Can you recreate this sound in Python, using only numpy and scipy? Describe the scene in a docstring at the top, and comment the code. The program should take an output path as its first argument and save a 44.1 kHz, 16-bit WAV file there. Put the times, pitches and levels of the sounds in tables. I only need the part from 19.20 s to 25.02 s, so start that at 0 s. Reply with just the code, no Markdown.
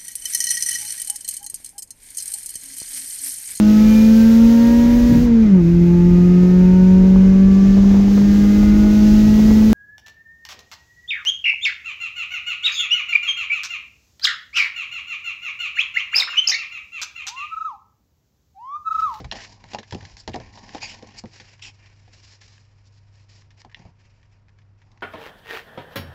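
"""Cardstock on a paper trimmer

Close up, in a small, quiet room with a mains hum. The guide rail is flicked up, the cut card grates
out from under it, and fingers and card knock on the hollow plastic base, ringing its modes.
Then the sheets are slid over each other and squared up in the hands: fibres catch and slip
in soft hisses and quick swishes, and the edges tick."""
import sys
import numpy as np
from scipy import signal
from scipy.fft import rfft, irfft, next_fast_len
from scipy.io import wavfile

SR = 44100
rng = np.random.default_rng(int(sys.argv[2]) if len(sys.argv) > 2 else 0)


def wav_record(signal):
    """Record a signal, one row per channel, as 16-bit PCM in the file named by sys.argv[1]."""
    frames = np.transpose(np.atleast_2d(signal))
    bounded = np.clip(frames, -1, 1)
    # unit amplitude maps onto the largest positive 16-bit level
    quanta = np.round(bounded * 32767).astype(np.int16)
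    wavfile.write(sys.argv[1], SR, quanta)


N = 256655
TIME = np.arange(N) / SR

# mains hum and fan whine: pitch_hz, level_db
HUM_TONES = [(99.6, -55.5), (126.5, -72.5), (941, -82)]
# EQ curves, each with columns frequency_hz, gain_db
ROOM_EQ = [(20, 6), (50, 3), (90, 0.5), (130, 0.5), (180, -8.5), (250, -14.5), (380, -17.5), (800, -21),
           (1300, -23), (2200, -29.5), (4000, -39.5), (8000, -51.5)]     # room rumble
FACE_EQ = [(2200, -16), (3300, -5.5), (4100, 1), (5050, 4.5), (5700, 2.5), (6300, -4.5), (7000, -2),
           (7700, -11.5), (8400, -24)]     # bright hiss off the card's face
SHEET_EQ = [(1000, -2.5), (1320, -8), (1600, -1.5), (1850, 4.5), (2050, 2), (2380, 5.5), (2900, 0.5),
            (3300, -10.5), (4200, -45)]   # midrange of the bending sheet
RUB_EQ = [(50, 4.5), (110, 2), (230, 2), (340, -4), (420, -7), (580, -15.5), (760, -1.5), (920, -1.5),
          (1150, -5), (1350, -28.5)]       # low rub through the base
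SNAP_EQ = [(300, -25), (850, 10.5), (1100, 10), (1320, -1.5), (1700, 11), (2700, 1), (3150, 0.5),
           (3600, -1.5), (5500, -2), (7500, -8.5), (8400, -38.5)]     # snap of a card edge
# faint hiss of card shifting in the fingers as the hands settle: time_s, level_db
HOLDING_HISS = [(0, -65.5), (1.4, -68), (2.9, -67.5), (3.85, -74.5), (5.5, -83)]
# card gliding over card: start_s, length_s, hiss_db, swell_db (start to end), bend_db (re the hiss)
CARD_SLIDES = [(0.142, 0.11, -45.5, -1, -1), (0.261, 0.091, -55, -3.5, -6), (0.447, 0.076, -58.5, 14, 0.5),
               (0.661, 0.28, -58.5, 5, -3), (0.964, 0.048, -51.5, 2, -9), (1.107, 0.19, -63, 4.5, 5),
               (1.322, 0.068, -51.5, 2, -5.5), (1.403, 0.17, -54.5, 12, 0), (1.6, 0.18, -48, -9.5, -2),
               (1.767, 0.22, -61, 11.5, 2.5), (2.048, 0.13, -59, 24, -2.5), (2.198, 0.14, -57.5, 5.5, 1.5),
               (2.583, .14, -68.5, -2, 8.5), (2.924, 0.1, -57, -5.5, -3.5), (3.023, 0.13, -53, -2, -6.5),
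               (3.202, 0.25, -59.5, -11.5, -5.5), (3.645, 0.029, -65.5, 4, -19),
               (3.714, 0.062, -65, 5, -7.5), (3.924, 0.12, -65.5, -2.5, -2.5), (4.081, .13, -58.5, 0, -3.5),
               (4.364, 0.038, -63, 8, 1), (4.552, 0.14, -68.5, -7, 5), (4.783, 0.29, -73, -10, 3.5),
               (5.1, 0.063, -73, 0, 4), (5.565, 0.29, -80.5, -8, 2.5)]
# card and fingertips dragged over the base: start_s, length_s, level_db, swell_db (start to end)
BASE_DRAGS = [(0.12, 0.082, -53, -12), (0.26, 0.48, -65, -12.5), (0.77, 0.25, -62.5, -16),
              (1.2, 0.17, -58.5, -2), (1.335, 0.66, -57, -4), (2.1, 0.13, -75, -6), (2.42, 0.067, -60.5, 8),
              (4.555, 0.14, -65.5, -2), (5.65, 0.13, -70, 8)]
# blows on the base: start_s, table_thump_db, flex_db, hollow_clack_db, edge_snap_db
BASE_KNOCKS = [(0.002, -37, -43, -46.5, -48), (0.044, -39, -56, -41, -48), (0.122, -70, -44.5, -38, -33.5),
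               (0.4402, -49.5, -66.5, -45, -49), (0.534, -53, -42.5, -42.5, -38.5),
               (0.547, -56, -48, -29.5, -35.5), (0.586, -59, -43.5, -43, -37),
               (0.724, -31, -40.5, -38, -37.5), (0.747, -42, -38, -42.5, -41.5),
               (0.825, -43, -55, -53, -65), (1.077, -32.5, -34.5, -33.5, -35),
               (1.143, -48, -37.5, -30, -37.5), (1.159, -41, -37, -33.5, -40.5),
               (1.2001, -40.5, -49.5, -44.5, -48), (1.3745, -70, -62, -47, -50.5),
               (1.5477, -46.5, -39.5, -35, -39.5), (1.628, -70, -56, -41, -50),
               (1.825, -61.5, -45, -52, -50.5), (2.0383, -39.5, -39.5, -45, -57.5),
               (2.1995, -52.5, -55.5, -65, -43), (2.878, -63, -63, -63, -62),
               (4.448, -59, -54.5, -49.5, -56.5), (4.592, -50.5, -60, -65, -59),
               (4.652, -42, -57.5, -57, -66)]
# ring of the base lying on its table: pitch_hz, level_db, t60_s
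BASE_MODES = [(64.3, -8, 0.35), (88.7, 2, 0.19), (123, 2, 0.18), (167.5, 1, 0.2), (233.6, 3, 0.086),
              (317, -4, 0.12), (364.3, -2, 0.09), (445, -4, 0.094), (504, -5, 0.097), (554, -6.5, 0.099),
              (623, -5.5, 0.082), (687, 3, 0.037), (752.5, 0, 0.085), (835.5, -0.5, 0.048),
              (918, -2, 0.041), (1037, -12, 0.07)]
# snaps of card corners and edges: start_s, level_db, brightness_hz
EDGE_SNAPS = [(0.046, -43.5, 2720), (0.247, -44.5, 2000), (0.6306, -46.5, 2500), (0.709, -43.5, 4000),
              (0.808, -48, 3000), (0.829, -53.5, 2700), (0.851, -43.5, 3940), (0.898, -56.5, 4500),
              (0.9685, -46.5, 4860), (1.095, -47, 4200), (1.117, -56, 4200), (1.492, -47, 3200),
              (1.581, -44.5, 2800), (1.872, -53, 6000), (2.056, -51.5, 2330), (2.395, -54, 2540),
              (2.66, -55.5, 3600), (3.2194, -53, 3100), (3.38, -58, 2800), (4.221, -61, 2500),
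              (4.306, -57.5, 3630), (4.4173, -52.5, 4200), (4.497, -59.5, 1900), (4.515, -58, 1800),
              (4.525, -59, 1800), (5.030, -62, 2450), (5.2835, -63, 2280), (5.292, -63, 2200),
              (5.387, -61, 2000), (5.4175, -66.5, 2200), (5.618, -60, 2200), (5.717, -63.5, 4800),
              (5.775, -60.5, 2200), (5.808, -61.5, 3000)]
# air pushed by hand and card: start_s, length_s, level_db
AIR_PUFFS = [(0.013, 0.11, -40), (0.871, 0.12, -51.5), (1.201, .13, -51)]
# hard clicks of plastic and fingernails: start_s, level_db, brightness_hz, width_hz
HARD_CLICKS = [(0.1136, -29, 3900, 2600), (0.123, -39.5, 3900, 2580), (4.5452, -39, 2670, 1490)]
# their short ring: pitch_hz, level_db, t60_s
CLICK_MODES = [(1865, -5, 0.018), (2470, -3.5, 0.017), (2800, -1.5, 0.023), (3440, -0.5, 0.011),
               (4160, -2, 0.011), (5330, 1, 0.0065)]
# resonances of the card grating under the rail: centre_hz, width_hz, level_db, swells_towards_s
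# (the highest band is still rising when the scrape cuts off)
SCRAPE_BANDS = [(676, 300, -43.5, 0.15), (1740, 450, -45.5, 0.205), (2850, 400, -46, 0.27)]
# quick pulls of sheet along sheet: start_s, rise_s, fall_s, level_db, centre_hz, width_hz, overtone_db
SHEET_SWISHES = [(0.984, 0.022, 0.006, -44, 2460, 1480, 24), (1.129, 0.011, 0.0045, -38.5, 2700, 1590, -13),
                 (1.606, 0.028, 0.054, -32, 2380, 517, -1), (1.65, 0.051, 0.056, -40.5, 2550, 1160, -1.5),
                 (1.958, 0.0388, 0.005, -38, 2530, 1860, 9), (2.412, 0.016, 0.11, -40.5, 2720, 1270, -2),
                 (2.441, 0.021, 0.049, -43.5, 2500, 1350, 0), (4.388, 0.0174, 0.018, -54, 2480, 1400, 10)]

EDGE_HZ = 3800   # brightness of a striking edge, and the middle of the crinkles' range


def from_db(db):
    """Decibels to gain."""
    return 10 ** (np.asarray(db) / 20)


def unit_rms(x):
    """Scale to rms 1."""
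    return x / np.sqrt(np.mean(x ** 2) + 1e-20)


def drift(rate_hz):
    """A random wobble of rms 1 that takes a new turn rate_hz times a second."""
    knots = rng.standard_normal(4000)
    return unit_rms(np.interp(TIME * rate_hz, np.arange(len(knots)), knots))


def equalise(x, curve):
    """Minimum-phase EQ along a curve, so nothing rings ahead of a hit."""
    size = next_fast_len(2 * len(x), True)
    hz, db = np.transpose(curve)
    grid = np.maximum(np.fft.rfftfreq(size, 1 / SR), 1)
    gain = from_db(np.interp(np.log(grid), np.log(hz), db))
    cepstrum = irfft(np.log(gain), size)
    cepstrum[1:size // 2] *= 2
    cepstrum[size // 2 + 1:] = 0
    return irfft(rfft(x, size) * np.exp(rfft(cepstrum)), size)[:len(x)]


def resonate(x, hz, width_hz):
    """Two-pole resonance with unity gain at its peak."""
    r = np.exp(-np.pi * width_hz / SR)
    feedback = [1, -2 * r * np.cos(2 * np.pi * hz / SR), r * r]
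    return signal.lfilter((1 - r * r) / 2 * np.array([1, 0, -1]), feedback, x)


def steep_band(x, hz, width_hz):
    """The same resonance twice, for steeper skirts."""
    return resonate(resonate(x, hz, width_hz), hz, width_hz)


def decay(t, t60):
    """Exponential fade that loses 60 dB in t60 seconds."""
    return np.exp(-np.log(1000) * t / t60)


def add(out, start_s, sound):
    """Mix a sound in at start_s."""
    at = max(round(start_s * SR), 0)
    out[at:at + len(sound)] += sound[:N - at]


def friction(per_s, spread_db, smooth, size):
    """Fibres catch and let go: tiny slips of uneven size over a smooth hiss."""
    sizes = from_db(spread_db * np.minimum(rng.exponential(1, size), 4)) * rng.choice([-1, 1], size)
    slips = sizes * (rng.random(size) < per_s / SR)
    return unit_rms(unit_rms(slips) + smooth * rng.standard_normal(size))


def contact(t, t60, crack):
    """A sharp crack on the front of a dying burst of noise."""
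    burst = rng.standard_normal(len(t)) * decay(t, t60)
    burst /= np.linalg.norm(burst)
    burst[0] += crack
    return burst


def strokes(rows, attack_s=0.014, release_t60_s=0.1):
    """Envelope of hand strokes: each gets the card moving, swells or fades, and comes to rest."""
    power = np.zeros(N)
    for start_s, length_s, db, swell_db in rows:
        t = TIME - start_s
        attack = np.clip(t / attack_s, 0, 1)
        hold = from_db(db + swell_db * (np.clip(t / length_s, 0, 1) - 0.5))
        release = decay(np.maximum(t - length_s, 0), release_t60_s)
        power += (attack * hold * release) ** 2
    return np.sqrt(power)


def room_tone(rumble_db=-57.5, waver_db=1.5):
    """A bed of low rumble under gently wavering mains hum and fan whine."""
    hum = np.zeros(N)
    for hz, db in HUM_TONES:
        gain = np.sqrt(2) * from_db(db + waver_db * drift(4.026))
        hum += gain * np.sin(2 * np.pi * (hz * TIME + rng.random()))
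    return hum + from_db(rumble_db) * unit_rms(equalise(rng.standard_normal(N), ROOM_EQ))


def sliding(flutter_db=2.1, face_db=-1.38, sheet_db=-0.55, rub_db=4.5):
    """One stream of slips hisses off the card's face, shakes the sheet and drums on the base."""
    held = from_db(np.interp(TIME, *np.transpose(HOLDING_HISS)))
    hiss_gain = np.hypot(strokes([row[:4] for row in CARD_SLIDES]), held)
    bends = [(start, length, db + bend_db, swell) for start, length, db, swell, bend_db in CARD_SLIDES]
    bend_gain = np.hypot(strokes(bends), held)
    slips = friction(per_s=3200, spread_db=2.0, smooth=1.0, size=N)
    slips *= from_db(flutter_db * drift(110))
    face = unit_rms(equalise(slips, FACE_EQ)) * from_db(face_db) * hiss_gain
    sheet = unit_rms(equalise(slips, SHEET_EQ)) * from_db(sheet_db) * bend_gain
    rub = unit_rms(equalise(slips, RUB_EQ)) * from_db(rub_db) * strokes(BASE_DRAGS)
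    return face + sheet + rub + crinkles(hiss_gain)


def crinkles(hiss_gain, per_s=24, relative_db=-10, spread_db=4.5):
    """Edges catch at random as the card moves: tiny snaps that ride the level of the hiss."""
    catches = []
    for when, size, pitch in rng.random((round(per_s * N / SR), 3)):
        hiss_db = 20 * np.log10(hiss_gain[int(when * N)])
        accent_db = spread_db * min(-np.log(1 - size), 2)
        catches.append((when * N / SR, hiss_db + relative_db + accent_db, EDGE_HZ * 2 ** (pitch - 0.5)))
    return snaps(catches)


def knocks(thump_top_hz=180, flex_top_hz=520, clack_span_hz=260, flex_lift_db=5.0, clack_lift_db=4.5,
           uneven_db=0.84, rattle=0.5, detune=0.022):
    """Each blow rings the base's modes, a little differently at each spot; the loose base rattles."""
    out, t = np.zeros(N), TIME[:SR // 2]
    for start_s, thump_db, flex_db, clack_db, _ in BASE_KNOCKS:
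        blow = np.zeros(len(t))
        clack_hz = 730 + 12.5 * (clack_db - flex_db)   # a stiffer spot flexes less and clacks higher
        for hz, mode_db, t60 in BASE_MODES:
            if hz < thump_top_hz:
                drive_db = thump_db
            elif hz < flex_top_hz:
                drive_db = flex_db + flex_lift_db
            else:   # the struck spot favours the modes near its clack
                off_centre = 2 * (hz - clack_hz) / clack_span_hz
                drive_db = clack_db + clack_lift_db - 10 * np.log10(1 + off_centre ** 2)
            pitch_hz = hz * (1 + detune * rng.normal())
            tone = -np.sin(2 * np.pi * (pitch_hz * t + 0.12 * rng.normal()))
            chatter = unit_rms(resonate(rng.standard_normal(len(t)), hz, hz / 9))
            envelope = (1 - np.exp(-3.6 * hz * t)) * decay(t, t60)   # builds within the first cycle
            gain = from_db(drive_db + mode_db + uneven_db * rng.normal())
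            blow += gain * (tone + rattle * chatter) * envelope
        add(out, start_s, blow)
    return signal.sosfilt(signal.butter(4, 1300, fs=SR, output="sos"), out)


def snaps(rows, typical_t60_s=0.033, width_hz=3200, body=0.16, lift_db=0.5):
    """A card edge cracks and buzzes briefly through a broad resonance."""
    out, t = np.zeros(N), TIME[:SR // 10]
    for start_s, db, hz in rows:
        t60 = typical_t60_s * np.exp(0.53 * rng.normal())
        buzz = contact(t, t60, crack=0.46)
        snap = equalise(resonate(buzz, hz, width_hz) + body * buzz, SNAP_EQ)
        snap *= np.sqrt(0.01 * SR / np.sum(snap ** 2))   # the energy of 10 ms at rms 1
        add(out, start_s, from_db(db + lift_db) * snap)
    return out


def reflections(x, t60=0.079, wet_db=-12.5, gap_s=0.0037):
    """The table's clutter and near walls return a short, weak tail."""
    t = TIME[:SR // 2]
    fade_in = np.clip(t / gap_s - 1, 0, 1)
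    tail = rng.standard_normal(len(t)) * decay(t, t60) * fade_in
    return from_db(wet_db) * signal.fftconvolve(x, tail / np.linalg.norm(tail))[:N]


def puffs(hz=42, width_hz=30):
    """Air pushed towards the microphone makes a soft, deep swell."""
    out = np.zeros(N)
    for start_s, length_s, db in AIR_PUFFS:
        swell = np.hanning(round(length_s * SR))
        air = steep_band(rng.standard_normal(SR), hz, width_hz)[-len(swell):]
        add(out, start_s, from_db(db) * unit_rms(air * swell))
    return out


def clicks(snap_mix=0.23):
    """A hard contact and its tiny rebounds ring a few short, high modes."""
    out, t = np.zeros(N), TIME[:SR // 10]
    modes = sum((-1) ** k * from_db(db) * np.sin(2 * np.pi * hz * t) * decay(t, t60)
                for k, (hz, db, t60) in enumerate(CLICK_MODES))
    for start_s, db, hz, width_hz in HARD_CLICKS:
        hit = contact(t, t60=0.014, crack=0.62)
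        ring = resonate(signal.fftconvolve(hit, modes)[:len(t)], hz, width_hz)
        click = unit_rms(ring) + snap_mix * unit_rms(equalise(hit, SNAP_EQ))
        click *= np.sqrt(0.01 * SR / np.sum(click ** 2))   # the energy of 10 ms at rms 1
        add(out, start_s, from_db(db) * click)
    return out


def scrape(start_s=0.125, end_s=0.219):
    """The cut edge grates out from under the rail; its resonances take over from one another."""
    out = np.zeros(N)
    grit = friction(per_s=450, spread_db=-0.5, smooth=0.5, size=N)
    for hz, width_hz, db, swells_towards_s in SCRAPE_BANDS:
        envelope = np.sqrt(np.interp(TIME, [start_s, swells_towards_s, end_s], [0, 1, 0]))
        out += from_db(db) * envelope * unit_rms(steep_band(grit, hz, width_hz))
    return out


def swishes(top_db=-5.5, top_hz=6700, pitch_bend=0.0686, scratch_db=1.0):
    """Fast, scratchy friction sings in the gap between sheets: a broad resonance with two overtones."""
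    out, t = np.zeros(N), TIME[:SR // 4]
    for start_s, rise_s, fall_s, db, hz, width_hz, overtone_db in SHEET_SWISHES:
        slips = friction(per_s=2600, spread_db=2.0, smooth=0.7, size=len(t))
        slips *= from_db(scratch_db * drift(305)[:len(t)])
        voice = np.zeros(len(t))
        for k, partial_db in enumerate((0, overtone_db, overtone_db + top_db), 1):
            partial = steep_band(slips, min(hz * k, top_hz), width_hz * k ** 0.054)
            voice += from_db(partial_db) * unit_rms(partial)
        ramp = np.interp(t, [0, rise_s, rise_s + fall_s], [0, 1, 0])
        speed = np.sin(np.pi / 2 * ramp) ** 2.06
        warped_time = np.cumsum(1 + pitch_bend * (speed - 0.8)) / SR   # pitch rises with speed
        voice = np.interp(warped_time, t, voice)
        add(out, start_s, from_db(db) * unit_rms(voice) * speed)
    return signal.sosfilt(signal.butter(4, 7100, fs=SR, output="sos"), out)


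def scene():
    """Card and trimmer up front, with close reflections, puffs of air and room tone, in mono."""
    striking_edges = [(start_s, snap_db, EDGE_HZ) for start_s, *_, snap_db in BASE_KNOCKS]
    foley = sliding() + scrape() + swishes() + knocks() + snaps(EDGE_SNAPS + striking_edges) + clicks()
    return (foley + reflections(foley) + puffs() + room_tone())[None]


def record(dry):
    """A small microphone that rolls off the deepest bass and cuts the top steeply."""
    low_cut = signal.butter(2, 29, "high", fs=SR, output="sos")
    high_cut = signal.ellip(10, 0.3, 80, 7950, fs=SR, output="sos")
    return signal.sosfilt(high_cut, signal.sosfilt(low_cut, dry))


dry = scene()
out = record(dry)
wav_record(out)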